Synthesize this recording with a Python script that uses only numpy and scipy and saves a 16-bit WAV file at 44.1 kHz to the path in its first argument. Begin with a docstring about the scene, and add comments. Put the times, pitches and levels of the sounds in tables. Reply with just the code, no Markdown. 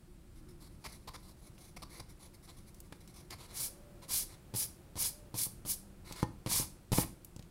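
"""At a desk in a small room, close up: a small dry paintbrush flicks crumbs off a drawing.
Its bristles whisper on light strokes and scrape on hard ones. Then fingers wipe the sheet in eight
quick swishes of skin on paper, landing with soft bumps; the hand slides and knocks, ringing the desk.
Brush and paper give off dry ticks. The room rings briefly over a low rumble and faint, wavering tones."""
import sys
import numpy as np
from scipy import signal
from scipy.fft import rfft, irfft, next_fast_len
from scipy.io import wavfile
from scipy.ndimage import map_coordinates

SR = 44100
rng = np.random.default_rng(int(sys.argv[2]) if len(sys.argv) > 2 else 0)


def inscribe(sig):
    """Save sig as 16-bit PCM at rate SR to the path in sys.argv[1].

    A 1-D sig is mono; a 2-D sig holds one channel per row.
    Samples are clipped to [-1, 1] before scaling.
    """
    pcm = np.round(np.clip(np.atleast_2d(sig).T, -1, 1) * 32767)
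    wavfile.write(sys.argv[1], SR, pcm.astype(np.int16))


N = 330750  # 7.5 s


def amp(db):
    """Decibels to gain."""
    return 10 ** (np.asarray(db) / 20)


def unit(x):
    """Scale to rms 1."""
    return x / np.sqrt(np.mean(x ** 2) + 1e-20)


def along(points, hz):
    """Read a curve of (f/Hz, value) points on a log frequency axis."""
    f, value = np.transpose(points)
    return np.interp(np.log(hz + 1), np.log(f + 1), value)


def wobble(rate):
    """Smooth random modulation, with rate knots a second."""
    knots = rng.standard_normal(int(N * rate / SR) + 4)
    return map_coordinates(knots, [np.arange(N) * rate / SR])


def arch(length):
    """A half-sine swell from 0 to 1 and back over length seconds."""
    return np.abs(np.sin(np.linspace(0, np.pi, max(int(length * SR), 8))))


def filtered(x, response):
    """Zero-phase EQ; response gives the gain at each frequency."""
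    size = next_fast_len(len(x) + SR // 4)
    return irfft(rfft(x, size) * response(np.fft.rfftfreq(size, 1 / SR)), size)[:len(x)]


def coloured(x, eq):
    """Shape x with an EQ curve and scale it to rms 1."""
    return unit(filtered(x, lambda hz: amp(along(eq, hz))))


def add(track, s, sound):
    """Mix a sound into the track at s seconds."""
    span = track[round(s * SR):][:len(sound)]
    span += sound[:len(span)]


# EQ of the room tone's low, mid and high layers: f/Hz, level/dB
RUMBLE_EQ = [(12, -35), (20, -0.5), (74, -4.5), (97, -6.5), (196, -8.5), (260, -18.5), (359, -11),
             (440, -43), (584, -40), (1360, -33), (2500, -46.5), (3250, -78), (5500, -120)]
WASH_EQ = [(250, -3.5), (500, 0.5), (950, -8), (1500, -12.5), (3000, -18), (6000, -23)]
HISS_EQ = [(1500, -2.5), (2500, 5.5), (3200, 3), (4500, 4), (6500, 0.5), (7500, 4), (9400, 5.5), (11000, 2),
           (15800, -4.5)]
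# Fader ride of the mid wash, before its trim: t/s, level/dB
WASH_RIDE = [(0.0, -72), (0.88, -69.5), (3.24, -69), (3.55, -64), (5.8, -66), (6.18, -66.5), (7.5, -68)]
def room_tone(rumble_db=-56.3, wash_trim_db=0.5, hiss_db=-73.0):
    """The bed: a low rumble, a slowly drifting midrange wash and faint microphone hiss."""
    ride_db = np.interp(np.arange(N) / SR, *np.transpose(WASH_RIDE))
    rumble = amp(rumble_db + 1.1 * wobble(7)) * coloured(rng.standard_normal(N), RUMBLE_EQ)
    wash = amp(ride_db + wash_trim_db) * coloured(rng.standard_normal(N), WASH_EQ)
    hiss = amp(hiss_db) * coloured(rng.standard_normal(N), HISS_EQ)
    return rumble + wash + hiss


# Faint distant tones: start t/s, length/s, level/dB, crest f/Hz
TONE_CUES = [(3.66, 0.47, -63.5, 587), (5.08, 0.27, -64, 601), (5.68, 0.43, -57, 199.6)]
def far_tones(sag=0.1313, waver=0.017):
    """Each tone swells and bends up to its pitch, wavering, then sags as it fades."""
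    track = np.zeros(N)
    for s, length, db, pitch_hz in TONE_CUES:
        swell = arch(length)
        hz = pitch_hz * (1 - sag * (1 - swell) + waver * wobble(73)[:len(swell)])
        add(track, s, amp(db) * np.sqrt(swell) * np.sin(2 * np.pi * np.cumsum(hz) / SR))
    return track


# Reverb time of the small room: f/Hz, T60/s
ROOM_DECAY = [(100, 0.5), (1000, 0.33), (5000, 0.35), (10000, 0.33), (16000, 0.23)]
def room_reverb(x, wet_db, build_up_s=0.0014, morph_hz=1.3):
    """Each band dies away at its own speed; the moving hand keeps changing the echo pattern."""
    hz, t, noise = signal.stft(rng.standard_normal((2, int(SR * .7))), SR, nperseg=256)
    decay = amp(-60 * t / along(ROOM_DECAY, hz)[:, None]) * (1 - np.exp(-t / build_up_s))
    tails = signal.istft(noise * decay, SR, nperseg=256)[1]
    tails /= np.linalg.norm(tails[0])
    angle = 2 * np.pi * morph_hz * np.arange(N) / SR
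    sends = x * [np.cos(angle), np.sin(angle)]  # crossfade between the two tails
    return amp(wet_db) * signal.fftconvolve(sends, tails, axes=1).sum(axis=0)[:N]


def early_echoes(x, echo_db, earliest_s=0.00093, latest_s=0.0044, count=5):
    """Quick reflections off the hand and things on the desk comb-filter the sound."""
    track = x.copy()
    for delay, polarity in zip(rng.uniform(earliest_s, latest_s, count), rng.choice([-1, 1], count)):
        add(track, delay, amp(echo_db) * polarity * x)
    return track


# Dry ticks of brush and paper: t/s, level/dB, centre f/Hz
TICK_CUES = [(1.58, -55, 2200), (2.745, -52, 9000), (2.803, -45, 10800), (2.926, -46, 1300),
             (3.076, -51, 5700), (3.307, -41.5, 5500), (6.124, -38.5, 5130), (7.247, -42, 11500),
             (7.363, -49, 5500), (7.393, -51.5, 4000), (7.425, -54, 3500)]
def ticks(t60=0.025, octaves=0.93):
    """Tiny snaps of noise, each bright around its own pitch."""
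    track, t = np.zeros(N), np.arange(SR // 20) / SR
    for s, db, centre_hz in TICK_CUES:
        noise = rng.standard_normal(len(t))
        snap = filtered(noise, lambda hz: 1 / (1 + (np.log2((hz + 1) / centre_hz) / octaves) ** 2))
        add(track, s, amp(db - 60 * t / t60) * unit(snap))
    return track


def friction(eq, snags_per_s, grain_db, uneven_db):
    """Rubbing on paper: smooth hiss plus the grain of snagging fibres, under uneven pressure."""
    snags = (rng.random(N) < snags_per_s / SR) * rng.standard_normal(N)
    rub = coloured(rng.standard_normal(N) + amp(grain_db) * unit(snags), eq)
    return unit(rub * amp(uneven_db * wobble(110)))


def stroke(s, length, rub, swell_power, hollow, max_delay_s=.0006):
    """Contact swells and fades; a reflection off the sheet hollows out the rub."""
    swell = arch(length)
    direct = np.take(rub, round(s * SR) + np.arange(len(swell)), mode="wrap")
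    lag = int(rng.uniform(.3, 1) * max_delay_s * SR) + 1  # set by the height above the sheet
    return swell ** swell_power * unit(direct + hollow * np.roll(direct, lag))


# EQ of the hand's rasp: f/Hz, level/dB
PALM_EQ = [(240, -40), (400, -10), (707, -8), (1020, 0.5), (1100, -6.5), (1350, -5), (1650, -14.5),
           (2140, -3.5), (2380, -10.5), (3190, -13), (4210, -3.5), (4550, -5.5), (6380, -14.5),
           (10300, -10.5), (15800, -25)]
# Hand slides: start t/s, length/s, relative level/dB
SLIDE_CUES = [(2.475, .045, -55.5), (3.38, .09, -54.5), (3.48, .12, -57), (4.017, .045, -55),
              (4.092, .04, -51), (4.28, .08, -59), (6.045, .125, -54), (6.155, .078, -48.5)]
def hand_slides():
    """The side of the hand shifts over the sheet with a hollow rasp."""
    palm = friction(PALM_EQ, snags_per_s=1200, grain_db=-4, uneven_db=1.6)
    track = np.zeros(N)
    for s, length, db in SLIDE_CUES:
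        add(track, s, amp(db) * stroke(s, length, palm, swell_power=.45, hollow=0.23))
    return track


# EQ of the airy bristle tips and of their gritty scrape: f/Hz, level/dB
TIPS_EQ = [(300, -5), (1100, 1), (1650, -13), (2150, 2.5), (2700, -18.5), (3650, -4), (4250, 0),
           (5900, -2.5), (6900, -7), (8500, -5.5), (10400, 2.5), (11500, -6.5), (12700, -5.5), (15800, -16)]
GRIT_EQ = [(100, -3.5), (350, -3.5), (680, -4), (980, 5.5), (1300, -1), (1650, -9.5), (2130, -2),
           (2750, -10), (3700, -8.5), (4400, -4), (6000, -9), (7200, -16), (10000, -11), (15800, -24)]
# Stretches where the tips keep grazing the sheet: start t/s, end t/s, relative level/dB
GRAZE_CUES = [(.7, 2, -71), (2.4, 3.5, -69)]
# Brush strokes: start t/s, length/s, relative level/dB
BRUSH_CUES = [(0.356, 0.051, -66), (0.483, .045, -63.5), (0.599, 0.09, -60), (.84, .035, -44),
              (0.861, .12, -57.5), (1.073, 0.024, -44.5), (1.136, .032, -47.5), (1.225, 0.1, -62),
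              (1.416, 0.079, -62.5), (1.575, 0.13, -60.5), (1.763, .017, -47.5), (1.82, 0.021, -45.5),
              (1.895, .125, -55), (1.997, 0.011, -44.5), (2.085, .046, -60.5), (2.193, 0.087, -57.5),
              (2.332, .033, -61), (2.425, .04, -64), (2.566, 0.036, -60.5), (2.665, 0.036, -64.5),
              (3.003, 0.022, -62), (3.075, .04, -62), (3.14, .078, -57), (3.303, .045, -46.5)]
def brushing(grazes_per_s=11, gritty_from_db=-55, knee_db=2.2):
    """Bristle tips whisper to and fro over the sheet; harder strokes are darker and grittier."""
    tips = friction(TIPS_EQ, snags_per_s=2400, grain_db=-4, uneven_db=2.0)
    grit = friction(GRIT_EQ, snags_per_s=1200, grain_db=-3, uneven_db=0.5)
    t = np.arange(N) / SR
    swing = np.sin(np.pi * grazes_per_s * t + 0.88 * wobble(4)) ** 2
    grazing = sum(amp(db) * ((t > start) & (t < end)) for start, end, db in GRAZE_CUES)
    track = tips * swing * grazing
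    for s, length, db in BRUSH_CUES:
        grit_mix = 1 / (1 + np.exp((gritty_from_db - db) / knee_db))
        rub = np.sqrt(1 - grit_mix) * tips + np.sqrt(grit_mix) * grit
        add(track, s, amp(db) * stroke(s, length, rub, swell_power=0.39, hollow=.36))
    return track


# EQ of the skin's hiss and of its low drag when pressed: f/Hz, level/dB
SKIN_EQ = [(880, -25.5), (1500, -18), (1580, -18), (1860, -19), (2220, -11.5), (2710, -17), (2960, -12.5),
           (3750, -9), (5040, -2.5), (7400, -5), (10400, 2.5), (15000, -7), (15800, -9)]
DRAG_EQ = [(50, 10.5), (130, 12.5), (330, -2), (650, -4.5), (950, 4), (1550, -10.5), (2250, -4.5),
           (2800, -8.5), (4300, -9), (6000, -32), (9000, -74), (15000, -29)]
# Finger wipes: landing t/s, fastest t/s, lift t/s, landing speed (0-1),
# relative hiss level/dB, relative drag level/dB, treble tilt/dB, landing thud level/dB
WIPE_CUES = [(3.512, 3.636, 3.706, 0.01, -34.5, -52.5, 0, -62),
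             (4.081, 4.157, 4.272, .24, -31.5, -54, -0.1, -58),
             (4.539, 4.615, 4.68, 0.35, -32.7, -53.5, 1, -32),
             (4.956, 5.039, 5.123, 0.15, -30.5, -50, -1, -37),
             (5.342, 5.431, 5.486, .28, -32, -54, 1, -32.5),
             (5.651, 5.715, 5.76, 0.25, -33.5, -55, .8, -38.5),
             (6.462, 6.553, 6.672, .0, -28.8, -41.5, -1.5, -27),
             (6.919, 6.984, 7.062, .55, -32.5, -37.8, 0, -23.5)]
def finger_wipes(pressing_db=4.2, brightening_db=2.5, roll_db=1.0, split_hz=8000):
    """Fingers land, speed up and lift off; as the pressure eases the drag fades and the hiss thins."""
    skin = friction(SKIN_EQ, snags_per_s=5000, grain_db=-6.5, uneven_db=1.42)
    sheen = filtered(skin, lambda hz: 1 / (1 + (split_hz / (hz + 1)) ** 6))
    dull_gain, sheen_gain, drag_gain = np.zeros((3, N))
    for land, fastest, lift, landing_speed, hiss_db, drag_db, treble_db, _ in WIPE_CUES:
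        t = np.arange(land, lift, 1 / SR)
        phase = np.interp(t, [land, fastest, lift], [np.arcsin(landing_speed), np.pi / 2, np.pi])
        speed = np.abs(np.sin(phase))
        pressure = np.linspace(1, -1, len(t))  # hardest on landing
        tilt_db = treble_db - brightening_db * pressure
        swish = speed ** 2.05
        add(dull_gain, land, amp(hiss_db - tilt_db) * swish)
        add(sheen_gain, land, amp(hiss_db + tilt_db) * swish)
        add(drag_gain, land, amp(drag_db + pressing_db * pressure) * speed ** .8)
    roll = amp(roll_db * wobble(45))  # the fingers roll, trading dull hiss for bright
    drag = friction(DRAG_EQ, snags_per_s=700, grain_db=-6, uneven_db=5)
    return dull_gain / roll * (skin - sheen) + sheen_gain * roll * sheen + drag_gain * drag


def soft_hits(finger_gap_s=.0095, finger_soft_s=.0014, brush_soft_s=.0045, slap_db=-9, push_db=3):
    """Hits for the desk: two fingers land in turn on each wipe; the brush presses as each stroke ends."""
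    fingers = [(land + delay, db + drop_db, finger_soft_s, db + drop_db + slap_db)
               for land, *_, db in WIPE_CUES for delay, drop_db in [(0, 0), (finger_gap_s, -1)]]
    brush = [(s + length, db + push_db, brush_soft_s, -np.inf) for s, length, db in BRUSH_CUES]
    return fingers + brush


# Resonances of the desk: f/Hz, bandwidth/Hz, relative level/dB
DESK_MODES = [(60, 18, -5.5), (123.5, 44, 3.5), (176, 62, -3), (288.7, 72, -2), (484, 64, -4),
              (850, 28, 1.5), (918, 39, 2.5), (1003, 66, -1), (1220, 54, -7), (1815, 13, 2),
              (2280, 40, -25)]
# EQ of the sheet slapping the wood: f/Hz, level/dB
SLAP_EQ = [(100, 9), (900, 3.5), (1600, -9.5), (4500, -3), (7000, -12), (10000, -7.5), (15800, -25)]
# Hand knocks: t/s, peak level/dB, contact softness/s, slap level/dB
KNOCK_CUES = [(2.924, -37, .00055, -46), (5.467, -37.5, 0.00059, -57), (6.111, -35, .0004, -49),
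              (6.229, -14.3, .0005, -34), (6.599, -26.5, 0.0006, -47), (6.985, -13.3, .00054, -52),
              (7.363, -36.5, 0.0013, -60), (7.394, -39.5, .0016, -55)]
def desk_knocks(slap_t60=0.036):
    """Each hit rings the desk, duller when it is soft; hand and fingers also slap the sheet on the wood."""
    t = np.arange(SR // 4) / SR
    ring = sum(amp(db) * width * np.exp(-np.pi * width * t) * np.cos(2 * np.pi * hz * t)
               for hz, width, db in DESK_MODES)
    knocks, slap_gain = np.zeros((2, N))
    for s, db, softness, slap_db in list(KNOCK_CUES) + soft_hits():
        force = t * np.exp(-2 * t / softness)
        knock = signal.fftconvolve(force, ring)[:len(t)]
        add(knocks, s, -amp(db) * knock / np.abs(knock).max())
        add(slap_gain, s, amp(slap_db - 60 * t / slap_t60))
    return knocks + slap_gain * coloured(rng.standard_normal(N), SLAP_EQ)


def scene():
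    """Mono mix: brush, hand and desk up front, with a little reverb, over the bed."""
    rubbing = brushing() + hand_slides() + finger_wipes()
    foley = amp(-1.0) * early_echoes(rubbing, echo_db=-23.5) + desk_knocks() + ticks()
    return (foley + room_reverb(foley, wet_db=-11.5) + room_tone() + far_tones())[None]


def record(dry):
    """A brick-wall high cut on the master."""
    cutoff_hz = 15850
    return np.array([filtered(channel, lambda hz: 1 / (1 + (hz / cutoff_hz) ** 300)) for channel in dry])


dry = scene()
out = record(dry)
inscribe(out)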